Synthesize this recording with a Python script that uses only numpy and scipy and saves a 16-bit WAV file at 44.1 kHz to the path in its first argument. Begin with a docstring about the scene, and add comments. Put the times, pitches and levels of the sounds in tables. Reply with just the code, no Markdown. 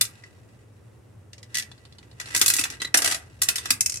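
"""A hard metal clack over low ventilation rumble and faint hiss: a gumball machine, close by in a quiet room.
A coin scrapes into the slot and the knob is turned twice; pawl and wheel clack, sweets tumble on the globe.
At the end the coin falls into the base and bounces to rest. Contacts are filtered noise bursts with dying
modes, the grind is many tiny slips and the squeaks are rough two-harmonic chirps, all with a short room tail.
Two microphones hear the bass much alike and the treble differently."""
import sys
import numpy as np
from scipy import signal
from scipy.fft import rfft, irfft
from scipy.io import wavfile
from scipy.ndimage import uniform_filter1d

SR = 44100
rng = np.random.default_rng(int(sys.argv[2]) if len(sys.argv) > 2 else 0)


def int16_out(signal):
    """Quantize to a 16-bit WAV file."""
    q = np.round(np.clip(np.atleast_2d(signal).T, -1, 1) * 32767)
    wavfile.write(sys.argv[1], SR, q.astype(np.int16))


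N = 176400


def amp(db):
    """Decibels to gain."""
    return 10 ** (np.asarray(db) / 20)


def evened(x):
    """Scales to rms 1."""
    return x / np.sqrt(np.mean(x ** 2) + 1e-20)


def read(points, hz):
    """Reads a table on a log-frequency axis."""
    f, value = np.transpose(points)
    return np.interp(np.log(hz + 1), np.log(f + 1), value)


def level_curve(points):
    """Gain over the whole scene, from a table of times and levels."""
    return amp(np.interp(np.arange(N) / SR, *np.transpose(points)))


def dying(t, t60):
    """Falls 60 dB in t60 seconds."""
    return np.exp(-np.log(1000) * t / t60)


def add(mix, s, sound):
    """Mixes a stereo sound in at time s."""
    part = mix[:, max(round(s * SR), 0):][:, :sound.shape[1]]
    part += sound[:, :part.shape[1]]


def microphones(x, likeness):
    """Two microphones hear the two sides mixed more or less alike, depending on frequency."""
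    a, b = rfft(x)
    c = np.clip(read(likeness, np.fft.rfftfreq(N, 1 / SR)), -1, 1)
    mid = (a + b) * np.sqrt(1 + c) / 2
    side = (a - b) * np.sqrt(1 - c) / 2
    return irfft(np.array([mid + side, mid - side]), N)


# Spectrum of the room's rumble and hiss, before its overall level: (frequency [Hz], density [dB per Hz])
AIR_COLOUR = [(35,-35),(55,-19.5),(75,-12),(92,-3),(116,2),(140,-13),(450,-17),(720,-24.5),(1900,-33.5),(4500,-44),(9000,-41),(16000,-54)]
# Likeness of the air at the two microphones: (frequency [Hz], likeness [-1 to 1])
AIR_LIKENESS = [(100,1),(400,0.35)]
AIR_DB, AIR_SWELL_DB = -51.5, .6  # level, and rms depth of its slow swell


def air():
    """Ventilation rumble with a slow swell, under faint hiss: shaped steady noise."""
    hz = np.fft.rfftfreq(N, 1 / SR)
    noise = irfft(rfft(rng.standard_normal((2, N))) * amp(read(AIR_COLOUR, hz)), N)
    swell = evened(irfft(rfft(rng.standard_normal(N)) * np.exp(-(hz / 4) ** 2), N))
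    return amp(AIR_DB + AIR_SWELL_DB * swell) * evened(microphones(noise, AIR_LIKENESS))


# The stand rumbling under the hand: (time [s], level [dB])
STAND_LEVEL = [(1.299,-62),(2.7,-51.5)]
STAND_HZ = 90  # centre of the rumble


def stand():
    """The hand's pushing shakes the stand: a low band of noise, alike at both microphones."""
    hz = np.fft.rfftfreq(N, 1 / SR)
    band = np.exp(-2 * np.log2((hz + 1) / STAND_HZ) ** 2)
    return evened(irfft(rfft(rng.standard_normal(N)) * band, N)) * level_curve(STAND_LEVEL)


# Decay of the room around the machine: (frequency [Hz], t60 [s])
ROOM_T60 = [(200,0.66),(4000,0.15),(9000,0.17),(15000,.16)]
ROOM_DB, ROOM_RISE_S = -11.5, 0.0048


def room(x):
    """A short diffuse tail: noise whose bass outlasts its treble."""
    hz, t, z = signal.stft(rng.standard_normal((2, SR // 2)), SR, nperseg=256)
    tail = signal.istft(z * dying(t, read(ROOM_T60, hz)[:, None]), SR)[1]
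    tail = tail * np.minimum(np.arange(tail.shape[1]) / SR / ROOM_RISE_S, 1) ** 2
    return amp(ROOM_DB) * signal.fftconvolve(x, tail / np.linalg.norm(tail[0]), axes=1)[:, :N]


RIPPLE_DB, RIPPLE_WIDTH_HZ = 3.6, 220


def spot(size=2048):
    """The short resonances favoured by one point of contact, in dB over frequency."""
    lag = np.arange(size) / SR
    echoes = rng.standard_normal(size) * lag * np.exp(-(lag * RIPPLE_WIDTH_HZ * 2) ** 2)
    return RIPPLE_DB * evened(np.fft.fft(echoes).real)


BASS_SHELF_HZ, TREBLE_SHELF_HZ = 2900, 9000


def bass_shelf(hz):
    """Share of a bass boost or cut that reaches each frequency."""
    return 1 / (1 + (hz / BASS_SHELF_HZ) ** 3)


def coloured(x, colour, bass_db=0, treble_db=0, ripple=0, size=2048):
    """Causal filter of unit power with a spectrum, two shelves and a ripple of resonances."""
    hz = abs(np.fft.fftfreq(size, 1 / SR))
    treble_shelf = 1 - 1 / (1 + (hz / TREBLE_SHELF_HZ) ** 4)
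    gain = evened(amp(read(colour, hz) + ripple + bass_db * bass_shelf(hz) + treble_db * treble_shelf))
    # Minimum phase puts the energy at the very start of the sound
    minimum_phase = np.exp(np.conj(signal.hilbert(np.log(gain + 1e-6))))
    taps = np.fft.ifft(minimum_phase).real[:size // 2]
    return signal.fftconvolve(x, taps[None], axes=1)[:, :x.shape[1]]


RING_SPREAD_DB = 4.5  # random spread of each mode's level at each microphone
FAVOUR_DB, FAVOUR_WIDTH_HZ = 9, 150  # a point of contact can drive the modes near one frequency harder
DETUNE_SHARE = .007  # the load on the parts shifts the modes from blow to blow


def ring(modes, t60, t, bass_db=0, favoured_hz=0):
    """Dying modes, excited a little differently by each blow and heard differently on each side."""
    hz, db = np.transpose(modes)[:, :, None]
    shape = (2, len(modes))
    phase = np.exp(2j * np.pi * rng.random(shape))
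    size = amp(RING_SPREAD_DB * rng.standard_normal(shape)) * phase
    favour = FAVOUR_DB * np.exp(-((hz - favoured_hz) / FAVOUR_WIDTH_HZ) ** 2)
    db = db + bass_db * bass_shelf(hz) + favour
    hz = hz * (1 + DETUNE_SHARE * rng.standard_normal(hz.shape))
    return (size @ (amp(db) * np.exp((2j * np.pi * hz - np.log(1000) / t60) * t))).real


GRIT_DB, GRIT_HZ, GRIT_START_S = 1.6, 400, .012  # rms depth, fastest change, time to full depth


def chatter(t):
    """Loose parts make and break contact, so the tail of a blow is uneven."""
    slow = np.fft.rfftfreq(len(t), 1 / SR) < GRIT_HZ
    grit = irfft(rfft(rng.standard_normal(len(t))) * slow, len(t))
    return amp(GRIT_DB * evened(grit) * np.minimum(t / GRIT_START_S, 1))


# A contact swells, dies fast and leaves a short rattle; all but the rise are stretched by "length"
RISE_S, HOLD_S, CRACK_T60_S, RATTLE_T60_S, RATTLE_DB = .0026, 0.0034, 0.023, 0.088, -2
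BRIGHT_DB_PER_DB = 0.64  # softer blows have less treble than the hardest of their kind
TREBLE_PER_BASS = -0.24  # a blow with less bass is also brighter


def strikes(rows, colour, modes, t60, ring_db, length, alike, favoured_hz=0):
    """Hard contacts: a crack of dense resonances, partly the same each time, and a few longer modes."""
    out, t = np.zeros((2, N)), np.arange(SR // 5) / SR
    rise = np.minimum(t / RISE_S, 1) ** 2
    crack_fall = dying(np.maximum(t / length - HOLD_S, 0), CRACK_T60_S)
    rattle_fall = amp(RATTLE_DB) * dying(t / length, RATTLE_T60_S)
    envelope = rise * np.hypot(crack_fall, rattle_fall)
    shared = rng.standard_normal((2, len(t)))
    hardest = max(row[1] for row in rows)

    def blow(db, bass_db=0, hz=favoured_hz):
        """One contact, from its level, bass and favoured frequency."""
        dense = np.sqrt(alike) * shared + np.sqrt(1 - alike) * rng.standard_normal(shared.shape)
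        treble_db = BRIGHT_DB_PER_DB * (db - hardest) + TREBLE_PER_BASS * bass_db
        ripple = np.sqrt(1 - alike) * spot()
        crack = coloured(dense * envelope * chatter(t), colour, bass_db, treble_db, ripple)
        return amp(db) * (crack + amp(ring_db) * rise * ring(modes, t60, t, bass_db, hz))

    for s, *contact in rows:
        add(out, s - RISE_S / 2, blow(*contact))
    return out


# Ringing of the cast housing, shared by the grind and most contacts: (frequency [Hz], level [dB])
HOUSING = [(1610,-23),(1960,-16),(2600,-16),(2855,-18.5),(3540,-18.5),(3895,-21),(4160,-19.5),(4745,-16),(5615,-13),(6320,-21),(7235,-16),(8175,-19),(9925,-23.5)]
HOUSING_T60_S = 0.054
# Level of the rubbing as the knob is handled and the wheel grinds round: (time [s], level [dB])
GRIND_LEVEL = [(.05,-55.5),(.25,-58),(.32,-64),(1.44,-78),(1.53,-55.5),(1.7,-63.5),(2.15,-65.5),(2.28,-41.5),(2.345,-39.5),(2.75,-42),(2.79,-58.5),(2.92,-65),(3.059,-30),(3.19,-55),(3.388,-61),(3.46,-45),(3.7,-42.5),(3.8,-66)]
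# Colour of the rubbing, also used in the squeaks: (frequency [Hz], density [dB per Hz])
GRIND_COLOUR = [(100,-33),(300,6),(600,-7.5),(1900,-1),(8000,-4.5),(11000,-9.5),(16000,-33.5)]
SLIPS_PER_S, SLIP_SPREAD_DB = 540, 3.5  # over all points together


def grinding(points=6):
    """Tiny slips of the wheel under the sweets, at several points of the housing."""
    t, sound = np.arange(SR // 10) / SR, 0
    for _ in range(points):
        size = amp(SLIP_SPREAD_DB * np.minimum(rng.exponential(1, N), 3))
        slips = (rng.random(N) < SLIPS_PER_S / points / SR) * size * rng.choice([-1, 1], N)
        burst = rng.standard_normal((2, len(t))) * np.exp(-t / 0.0046)
        grain = coloured(burst, GRIND_COLOUR, ripple=spot())
        grain = grain + amp(-3.5) * ring(HOUSING, HOUSING_T60_S, t, bass_db=17)
        sound = sound + signal.fftconvolve(slips[None], grain, axes=1)[:, :N]
    return evened(sound) * level_curve(GRIND_LEVEL)


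# Hollow knocks of the base: (time [s], frequency [Hz], level [dB], t60 [s])
KNOCKS = [(2.592, 302, -31.5, 0.078), (2.9435, 754, -26.5, 0.016)]


def base_knocks():
    """Hollow knocks of the base: single dying sines, before the room the same on both sides."""
    out, t = np.zeros((2, N)), np.arange(SR // 8) / SR
    for s, hz, db, t60 in KNOCKS:
        envelope = amp(db) * np.minimum(t / 0.0037, 1) * dying(t, t60)
        add(out, s, np.ones((2, 1)) * envelope * np.sin(2 * np.pi * hz * t))
    return out


# Short squeaks of the turning shaft: (time [s], level [dB])
SQUEAKS = [(2.799,-33),(2.819,-29.5),(2.845,-24.5),(2.868,-36.5)]
SQUEAK_HZ, SQUEAK_WOBBLE_HZ = 1989, 94  # fundamental, and rms wander of its pitch
SQUEAK_S, SQUEAK_LOW_DB = 0.014, -4  # swell peaks at half this time; fundamental against second harmonic


def shaft_squeaks():
    """Rough stick-slip chirps of two harmonics with a little noise."""
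    out, t = np.zeros((2, N)), np.arange(SR // 8) / SR
    swell = t / SQUEAK_S * 2 * np.exp(.5 - 2 * (t / SQUEAK_S) ** 2)
    for s, db in SQUEAKS:
        wobble = evened(uniform_filter1d(rng.standard_normal(len(t)), size=14))
        hz = SQUEAK_HZ + SQUEAK_WOBBLE_HZ * wobble
        turn = 2 * np.pi * (np.cumsum(hz) / SR + rng.random((2, 1)))
        tone = amp(SQUEAK_LOW_DB) * np.sin(turn) + np.sin(2 * turn)
        rub = amp(-8.0) * coloured(rng.standard_normal((2, len(t))), GRIND_COLOUR)
        add(out, s, amp(db) * swell * (tone + rub))
    return out


# Light ticks of knob and seated coin: (time [s], level [dB])
TICKS = [(1.7149,-39),(1.779,-51),(1.8516,-42.5),(1.924,-45.5),(1.9843,-41),(2.113,-46.5),(2.2577,-34.5)]
# Colour of the ticks: (frequency [Hz], density [dB per Hz])
TICK_COLOUR = [(200,0),(2500,-1),(4400,11),(5500,-3),(9000,-2.5),(16000,-30)]


def light_ticks():
    """Light contacts of knob and coin: short cracks with little housing ring."""
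    return strikes(TICKS, TICK_COLOUR, HOUSING, HOUSING_T60_S, ring_db=-9.0, length=0.66, alike=0.2)


# The coin touching and sliding down the slot: (time [s], level [dB])
SLOT = [(1.3313,-40),(1.3801,-45.5),(1.429,-41.5),(1.5443,-25.5),(1.5523,-21.5),(1.5697,-22),(1.583,-21.5),(1.596,-25),(1.623,-32)]
# Colour of the sliding coin: (frequency [Hz], density [dB per Hz])
SLOT_COLOUR = [(1000,-15),(1900,2),(2500,0),(5200,6),(10000,1),(14500,-10),(16000,-48)]


def coin_in_slot():
    """The coin scrapes down the slot: bright contacts that favour one housing mode."""
    return strikes(SLOT, SLOT_COLOUR, HOUSING, HOUSING_T60_S,
                   ring_db=1.5, length=0.86, alike=0.54, favoured_hz=1960)


# Sweets knocking against wheel and globe: (time [s], level [dB], bass [dB])
SWEETS = [(2.9425,-11.5,4.5),(2.95,-46,-11),(2.9722,-13.5,-14.5),(2.987,-28.5,13),(3.0194,-20.5,-1),(3.0444,-18,-6),(3.058,-19.5,-3),(3.075,-19.5,-1.5),(3.0997,-29,-10),(3.1107,-22,-4),(3.121,-22,-3.5),(3.1446,-24,-3.5)]
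# Colour of the sweets: (frequency [Hz], density [dB per Hz])
SWEET_COLOUR = [(60,-32),(300,-7),(450,-13),(700,0),(1000,-8.5),(1500,3.5),(3400,-2.5),(6000,-0.5),(10500,1.5),(13000,-7),(16000,-28)]


def sweets():
    """Sweets tumble against wheel and globe: longer cracks that set the housing ringing."""
    return strikes(SWEETS, SWEET_COLOUR, HOUSING, HOUSING_T60_S, ring_db=8.5, length=1.33, alike=0.36)


# The coin bouncing in the base: (time [s], level [dB])
BOUNCES = [(3.8075,-10),(3.8603,-13.5),(3.8962,-19.5),(3.9208,-24),(3.9408,-24),(3.957,-27),(3.971,-28)]
# Colour of the falling coin: (frequency [Hz], density [dB per Hz])
BOUNCE_COLOUR = [(1100,-20.5),(1900,-11.5),(3500,-14),(5700,3),(7200,2.5),(8800,1.5),(14500,-14.5),(16000,-58)]
# Ringing of the coin itself: (frequency [Hz], level [dB])
COIN = [(2584,-20.5),(4750,-42),(5674,-25),(7241,-15.5)]


def coin_bounces():
    """The coin bounces to rest: bright cracks and the coin's own modes."""
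    return strikes(BOUNCES, BOUNCE_COLOUR, COIN, 0.072, ring_db=5.5, length=0.67, alike=0.6)


# Clacks of knob, pawl and wheel: (time [s], level [dB], bass [dB], favoured housing mode [Hz])
CLACKS = [(.0108,-11,-5.5,3540),(.051,-31,-9.5,2600),(.237,-47.5,12.5,1960),(2.028,-53,8,1960),(2.1995,-29.5,2,1960),(2.212,-34,4.5,1960),
          (2.348,-16,4.5,1960),(2.3625,-16,-2.5,1610),(2.375,-21,-12,1610),(2.3935,-24.5,-44,8175),(2.4135,-9,1.5,3540),(2.422,-19,-1,2600),
          (2.4602,-12.5,-4.5,2600),(2.4802,-11,-9.5,4160),(2.5008,-12,-.5,4160),(2.537,-15,-12.5,1960),(2.554,-26.5,-1,7235),(2.565,-18,-15,7235),
          (2.5845,-22.5,4.5,2600),(2.5924,-16.5,-7.5,2600),(2.611,-22,-3.5,1960),(2.6383,-19.5,0,2600),(2.653,-29.5,11,1610),(2.7006,-31.5,-4,2600),(2.8174,-24,5.5,1960),
          (3.4178,-12.5,-4.5,1960),(3.432,-19.5,-17,6320),(3.4865,-12.5,-1,2600),(3.557,-20,-5,1960),(3.582,-24,1.5,3540),(3.656,-25.5,5.5,7235),(3.7048,-10.5,0,4745)]
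# Colour of metal on metal: (frequency [Hz], density [dB per Hz])
METAL_COLOUR = [(50,-35.5),(300,-12),(550,-22.5),(1000,-12),(1450,-6),(3000,-6),(5000,-2.5),(7500,1),(10500,-1),(14500,-10.5),(16000,-22)]


def clacks():
    """Knob, pawl and wheel strike the cast housing, each blow favouring one mode."""
    return strikes(CLACKS, METAL_COLOUR, HOUSING, HOUSING_T60_S, ring_db=3.0, length=1., alike=0.28)


# Likeness of the machine and its room tail at the microphones: (frequency [Hz], likeness [-1 to 1])
MACHINE_LIKENESS = [(200,.8),(700,0.5),(1600,0.032)]


def scene():
    """The machine close to the microphones, in its quiet room."""
    machine = grinding() + base_knocks() + shaft_squeaks() + light_ticks()
    machine = machine + coin_in_slot() + sweets() + coin_bounces() + clacks()
    return air() + stand() + microphones(machine + room(machine), MACHINE_LIKENESS)


def record(dry):
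    """Peaks are rounded near full scale; then the treble is cut off at 16 kHz."""
    low_pass = signal.firwin(255, 16000, window=("kaiser", 8), fs=SR)
    return signal.oaconvolve(np.tanh(dry), low_pass[None], "same")


dry = scene()
out = record(dry)
int16_out(out)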